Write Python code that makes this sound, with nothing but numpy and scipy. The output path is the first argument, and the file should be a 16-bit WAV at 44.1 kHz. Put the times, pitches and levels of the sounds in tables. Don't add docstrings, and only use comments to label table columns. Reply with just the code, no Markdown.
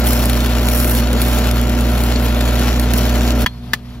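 import sys
import numpy as np
from scipy import signal
from scipy.fft import rfft, irfft, next_fast_len
from scipy.io import wavfile
from scipy.ndimage import uniform_filter1d

SR = 44100
rng = np.random.default_rng(int(sys.argv[2]) if len(sys.argv) > 2 else 0)


def waveform_to_disk(signal):
    frames = np.transpose(np.atleast_2d(signal))
    scaled = np.clip(frames, -1, 1) * 32767
    samples = np.round(scaled).astype(np.int16)
    wavfile.write(sys.argv[1], SR, samples)


N = 176400
T = np.arange(N) / SR
ARC_END_S, ARC_FADE_S = 3.449, 0.0021


def amp(db):
    return 10 ** (np.asarray(db) / 20)


def unit(x):
    return x / np.sqrt(np.mean(abs(x) ** 2) + 1e-20)


def read(points, hz):
    f, value = np.transpose(points)
    return np.interp(np.log(hz + 1), np.log(f + 1), value)


def add(mix, start_s, sound):
    part = mix[max(round(start_s * SR), 0):][:len(sound)]
    part += sound[:len(part)]


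def narrow_noise(hz, width_hz):
    f = np.fft.rfftfreq(N, 1 / SR)
    return unit(irfft(rfft(rng.standard_normal(N)) / (1 + ((f - hz) / width_hz * 2) ** 2), N))


def drift(hz):
    return narrow_noise(0, 2 * hz)


def colour(x, spectrum, size=4096):
    log_gain = np.log(amp(read(spectrum, abs(np.fft.fftfreq(size, 1 / SR)))))
    taps = np.fft.ifft(np.exp(np.conj(signal.hilbert(log_gain)))).real[:size // 2]
    return signal.oaconvolve(x, taps / np.linalg.norm(taps))[:N]


def ports(x, angle=1, size=1024, count=5):
    # (frequency [Hz], left lead [rad])
    port_phase = [(20, 0), (400, .05), (1200, .7), (2300, .6), (3000, 1.3), (3800, 2.1), (4600, 1),
                  (5250, 1.7), (5700, -.9), (6500, -1.1), (7100, -2.3), (7800, -2.95), (8700, -3.14),
                  (9500, -3.35), (11000, -4.5), (13000, -6.28), (16000, -6.28)]
    # (frequency [Hz], left minus right [dB])
    port_balance = [(20, -1.2), (60, -1.2), (200, 0), (600, 0), (1400, 3), (2500, 2.2), (4000, 4),
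                    (5200, 7), (6500, 3), (8000, 0), (16000, 0)]
    # (frequency [Hz], power share [0..1])
    diffuse_share = [(20, .001), (60, .002), (250, .02), (600, .07), (1500, .1), (4000, .15), (6400, .25),
                     (7700, .02), (8700, .004), (9500, .015), (11000, .12), (13200, .005), (16000, .003)]
    shift_hz, echo_decay_s = 14.6, 0.004
    weights = np.array([drift(shift_hz) for _ in range(count)])
    weights /= np.linalg.norm(weights, axis=0)
    echoes = rng.standard_normal((count, size)) * np.exp(-T[:size] / echo_decay_s)
    scattered = sum(signal.oaconvolve(x * w, e / np.linalg.norm(e))[:N] for w, e in zip(weights, echoes))
    padded = next_fast_len(N + 2 * size)
    f = np.fft.rfftfreq(padded, 1 / SR)
    share, lead_rad = read(diffuse_share, f), read(port_phase, f)
    direct = np.sqrt(1 - share) * rfft(x, padded)
    diffuse = np.sqrt(share) * rfft(scattered, padded)
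    lead_rad = np.where(lead_rad > 0, angle * lead_rad, lead_rad)
    tilt = amp(angle * read(port_balance, f) / 2)
    left = (direct + diffuse) * tilt * np.exp(1j * lead_rad)
    right = (direct - diffuse) / tilt
    return irfft(np.array([left, right]), padded)[:, :N]


def arc_gate():
    return np.clip((ARC_END_S - T) / ARC_FADE_S, 0, 1)


def generator():
    # (time [s], speed [turns/s])
    speed = [(0, 59.8), (3.44, 59.8), (3.5, 60.3), (4, 60.4)]
    # (multiple of shaft speed [1], relative level [dB])
    loaded_orders = [(0.5, -45), (1, 1.5), (1.5, -45), (2, -8), (2.5, -25.5), (3, -30), (3.5, -31),
                     (4, -6.7), (4.5, -19), (5, -20.5), (5.5, -22.5), (6, -27), (6.5, -29), (7, -33.5),
                     (7.5, -28), (8, -28), (8.5, -27), (9, -42), (9.5, -35), (10, -16.5), (10.5, -22.5),
                     (11, -28), (11.5, -32), (12, -23.5), (12.5, -23.5), (13, -40)]
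    # (multiple of shaft speed [1], relative level [dB])
    rattle_orders = [(1.75, -21.5), (2.25, -29.5), (3.25, -17), (3.75, -19), (4.25, -22.5), (15, -31.5),
                     (16, -30), (16.5, -34.5), (18, -36.5), (22, -33), (22.5, -26), (23.5, -26.5),
                     (24.5, -38), (25, -37)]
    # (multiple of shaft speed [1], relative level [dB])
    unloaded_orders = [(1, 1.5), (2, -0.5), (3, -35), (4, -2.5), (5, -21), (6, -21.5), (7, -21.5), (8, -26),
                       (9, -27), (10, -23), (11, -25), (12, -20)]
    # (frequency [Hz], relative density [dB])
    exhaust_spectrum = [(20, -15), (45, -10), (90, -5.5), (150, -5), (230, 1.5), (330, -4), (480, -6),
                        (700, -10), (1000, -15), (1500, -20), (3000, -20), (16000, -84)]
    # (frequency [Hz], relative density [dB])
    yard_spectrum = [(20, -9), (60, -3), (140, -4), (215, 1), (275, -13), (400, -21), (550, -22),
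                     (900, -18), (1500, -22), (2400, -26), (3500, -24), (4800, -28), (6000, -35),
                     (8000, -33), (12500, -36), (16000, -49)]
    loaded_db, exhaust_db, unloaded_db, yard_db = -17, -24.5, -33, -35
    wobble, waver, throb, yard_flicker_db = 0.00199, 0.072, 0.21, 1.8
    shaft_hz = np.interp(T, *np.transpose(speed)) * (1 + wobble * drift(hz=5.88))
    shaft_rad = 2 * np.pi * np.cumsum(shaft_hz) / SR
    wavers = [1 + waver * drift(hz=6.5) * depth for depth in np.linspace(.3, 2, 7)]

    def drone(orders):
        tones = np.zeros(N)
        for order, db in orders:
            gain = amp(db) * wavers[min(int(order), len(wavers) - 1)]
            tones += gain * np.cos(order * shaft_rad + rng.normal() * order ** 2 / 16)
        return np.sqrt(2) * tones

    exhaust = unit(colour(rng.standard_normal(N) * (1 + throb * np.cos(shaft_rad)), exhaust_spectrum))
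    loaded = amp(loaded_db) * drone(list(loaded_orders) + rattle_orders) + amp(exhaust_db) * exhaust
    unloaded = amp(unloaded_db) * drone(unloaded_orders)
    flickering = rng.standard_normal(N) * amp(yard_flicker_db * drift(hz=14))
    yard = amp(yard_db) * unit(colour(flickering, yard_spectrum))
    return ports(loaded * arc_gate() + (unloaded + yard) * (1 - arc_gate()))


def arc():
    strength = [(0.0, -25, -32), (0.02, -47, -28.5), (0.05, -34, -31.5), (0.08, -24.5, -30.5),
                (0.12, -28.5, -28.5), (0.55, -39.5, -30.5), (0.64, -35.5, -31.5), (0.75, -27.5, -31),
                (0.92, -27.5, -31.5), (0.97, -26, -29), (1.04, -45, -34), (1.14, -42, -33), (1.2, -40, -32),
                (1.22, -27, -33), (1.23, -30.5, -29.5), (1.5, -39, -29), (1.53, -41, -36.5),
                (1.58, -36, -29), (1.61, -42.5, -32.5), (1.97, -39, -33.5), (2.03, -33.5, -31),
                (2.17, -46, -32), (2.23, -33.5, -32.5), (2.3, -41, -31.5), (2.68, -38.5, -29),
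                (2.77, -43, -32), (2.81, -35, -33), (2.89, -49, -32.5), (2.93, -35, -31.5),
                (3.09, -39, -30.5), (3.31, -39, -31.5), (3.34, -48, -38), (3.42, -32, -30),
                (3.44, -40, -33.5)]
    whistle_level = [(0.03, -45), (0.08, -31), (0.14, -30.5), (0.29, -34.5), (0.4, -38), (0.5, -42),
                     (0.6, -40), (0.7, -33), (0.81, -34), (0.87, -36), (0.92, -34), (0.98, -30),
                     (1.05, -45), (1.18, -47), (1.24, -36.5), (1.34, -37), (1.45, -43), (1.85, -42),
                     (2.15, -45), (2.35, -54), (2.7, -35.5), (2.86, -46), (2.97, -35), (3.1, -39.5),
                     (3.3, -38), (3.35, -41), (3.44, -37)]
    # (frequency [Hz], relative density [dB])
    crackle_spectrum = [(100, -26), (400, -0.5), (800, -1), (1100, -2.5), (1450, 0), (2000, -4.5),
                        (2500, -4.5), (3300, -4.5), (4150, -4), (4750, -9), (5300, -9.5), (5800, -14),
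                        (6500, -11), (7200, -5.5), (8700, -21.5), (11000, -11.5), (16000, -27)]
    # (frequency [Hz], relative density [dB])
    whistle_spectrum = [(100, -50), (3000, -22), (4100, -7), (4700, -12), (5100, -3), (5400, 0), (5750, -4),
                        (6400, -10), (7200, -5), (8000, -15), (16000, -45)]
    # (frequency [Hz], relative density [dB])
    fizz_spectrum = [(100, -62), (3000, -24.5), (6500, -8), (8700, 2), (10800, -1), (12500, -0.5),
                     (14000, -3.5), (15800, -7)]
    sparks_per_s, spread_db, sizzle_db, flutter_db = 2500, 3.5, -1, 2
    arc_s, fizz_db, crackle_db = np.transpose(strength)
    whistle_s, whistle_db = np.transpose(whistle_level)
    sizes = amp(spread_db * np.minimum(rng.exponential(1, N), 4.8))
    sparks = unit(sizes * rng.choice([-1, 1], N) * (rng.random(N) < sparks_per_s / SR))
    flutter = amp(flutter_db * drift(hz=115))

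    def layer(spectrum, times_s, levels_db, gain_db):
        source = flutter * (sparks + amp(sizzle_db) * rng.standard_normal(N))
        return unit(colour(source, spectrum)) * amp(gain_db + np.interp(T, times_s, levels_db))

    crackle = layer(crackle_spectrum, arc_s, crackle_db, gain_db=4.5)
    whistle = layer(whistle_spectrum, whistle_s, whistle_db, gain_db=-0.5)
    fizz = layer(fizz_spectrum, arc_s, fizz_db, gain_db=5)
    return arc_gate() * (crackle + whistle + fizz)


def spits():
    # (time [s], relative snap level [dB], relative crack level [dB])
    bursts = [(0.0687, 1.5, 1), (0.1307, 4, -9), (0.2548, 1, -3), (0.2962, 0, -1), (0.331, -5, -1),
              (0.404, -9, 0), (0.685, 0, 3), (0.7496, -11, -14), (0.7764, -1, -6), (0.7994, -1, -6),
              (0.844, -1, -1.5), (0.8955, -3, -7), (0.998, -9, -2), (1.1294, -1.5, 0.5), (1.2157, 5, 3),
              (1.386, -5, -15), (1.4423, -20, -4), (1.511, -2.5, 0.5), (1.613, -4, -7), (1.694, -5, -4),
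              (1.807, -4.5, -10), (2.036, -2, -5), (2.1588, -20, 0.5), (2.262, -16, -5), (2.4067, -12, -1),
              (2.4824, -9.5, -7), (2.594, -5, -5), (2.6324, -12, 0), (2.796, 0.5, 1.5), (2.9352, 1.5, 2),
              (2.9769, -1, -8), (2.9824, -3, -0.5), (3.1453, -19, -4), (3.2075, -20, -0.5),
              (3.276, -11, -2), (3.3046, -8, 4.5)]
    # (frequency [Hz], relative density [dB])
    snap_spectrum = [(100, 16), (600, 4), (1500, -16), (4000, 0.5), (6300, -9), (8500, 12.5), (12500, 5.5),
                     (16000, -5)]
    # (frequency [Hz], relative density [dB])
    crack_spectrum = [(100, -25), (700, -8), (1500, -4), (3000, 1), (4300, -0.5), (5600, -5.5), (7200, -1),
                      (8700, -9), (16000, -27)]
    snap_gain_db, sputter_db, crack_gain_db = 2.5, -18, -16
    lag_s, sputter_decay_s, crack_decay_s = 0.0014, 0.0017, 0.0016
    snaps, cracks, t = np.zeros(N), np.zeros(N), T[:1000]
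    for time_s, snap_db, crack_db in bursts:
        snap = amp(sputter_db) * rng.standard_normal(len(t)) * np.exp(-t / sputter_decay_s)
        snap[0] = 1
        crack = rng.standard_normal(len(t)) * np.exp(-t / crack_decay_s)
        add(snaps, time_s + lag_s, amp(snap_gain_db + snap_db) * snap)
        add(cracks, time_s + lag_s, amp(crack_gain_db + crack_db) * crack)
    return colour(snaps, snap_spectrum) + colour(cracks, crack_spectrum)


def steel_squeaks():
    # (time [s], centre [Hz], level [dB])
    rings = [(0.688, 4200, -32), (0.968, 4200, -30), (1.22, 4150, -34), (2.16, 4270, -30)]
    width_hz, sigma_s = 780, 0.0063
    return sum(amp(db) * narrow_noise(hz, width_hz) * np.exp(-.5 * ((T - time_s) / sigma_s) ** 2)
               for time_s, hz, db in rings)


def hammer():
    # (time [s], level [dB], ring offset [dB], slag offset [dB])
    taps = [(3.4614, -1.5, 1.5, -4), (3.734, -0.5, -32, 0)]
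    # (frequency [Hz], relative level [dB], t60 [s])
    knock_modes = [(180, -25, .08), (330, -33, .04), (800, -32, .04), (1035, -27, .03), (1200, -25, .02),
                   (1450, -26, .015), (1775, -8.5, .029), (2010, -17, .034), (2250, -26, .035),
                   (2450, -23, .04), (2850, -24, .035), (2970, -26, .03), (3400, -23, .026),
                   (4550, -28, .028), (5160, -31, .03), (6110, -30, .03)]
    # (frequency [Hz], relative level [dB], t60 [s])
    ring_modes = [(1015, -19, .045), (1330, -20, .02), (1685, -13, .028), (2130, -23, .03),
                  (2950, -25, .026), (3130, -24, .026), (3310, -15, .07), (4240, -37.5, .42),
                  (4727, -34, .05)]
    # (frequency [Hz], relative density [dB])
    crunch_spectrum = [(60, -14), (200, -9), (380, -14), (650, -9), (900, -7), (1150, -3), (1450, -4),
                       (1850, -4), (2600, -4), (3500, -3), (4500, -7), (5700, -13), (7000, -11),
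                       (9000, -12), (12000, -15), (16000, -19)]
    crunch_db, crush_hold_s, crush_decay_s = -15, 0.0042, 0.003
    scatter_db, scatter_decay_s, contact_s = -3.5, 0.011, 0.0043
    crunch, steel, t = np.zeros(N), np.zeros(N), T[:SR // 2]
    crush = np.exp(-np.maximum(t - crush_hold_s, 0) / crush_decay_s)
    scatter = amp(scatter_db) * np.exp(-t / scatter_decay_s)
    for time_s, tap_db, ring_db, slag_db in taps:
        slag = (crush + scatter) * rng.standard_normal(len(t))
        add(crunch, time_s, amp(tap_db + slag_db + crunch_db) * slag)
        for modes, level_db in ((knock_modes, tap_db), (ring_modes, tap_db + ring_db)):
            for hz, mode_db, t60_s in modes:
                envelope = amp(level_db + mode_db - 60 * np.maximum(t - contact_s, 0) / t60_s)
                add(steel, time_s, envelope * np.sin(2 * np.pi * (hz * t + rng.random())))
    return ports(colour(crunch, crunch_spectrum) + steel, angle=0.86)


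def scene():
    return generator() + ports(arc() + steel_squeaks() + spits()) + hammer()


def record(dry):
    detector_hz, threshold_db, recover_db_per_s = 700, -13.5, 17
    duck_share, smooth_s, cutoff_hz = 0.99, 0.047, 15800
    bright = signal.sosfilt(signal.butter(2, detector_hz, "high", fs=SR, output="sos"), dry)
    power_db = 10 * np.log10(abs(uniform_filter1d((bright ** 2).mean(0), 300)) + 1e-12)
    fall_db = T * recover_db_per_s
    held_db = np.maximum.accumulate(power_db + fall_db) - fall_db
    over_db = np.maximum(held_db - threshold_db, 0)
    pole = np.exp(-1 / (smooth_s * SR))
    ducked = dry / amp(duck_share * signal.lfilter([1 - pole], [1, -pole], over_db))
    rounded = ducked / (1 + ducked ** 8) ** (1 / 8)
    lowpass = signal.firwin(511, cutoff_hz, window=("kaiser", 9), fs=SR)
    return signal.oaconvolve(rounded, lowpass[None], "same")


dry = scene()
out = record(dry)
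waveform_to_disk(out)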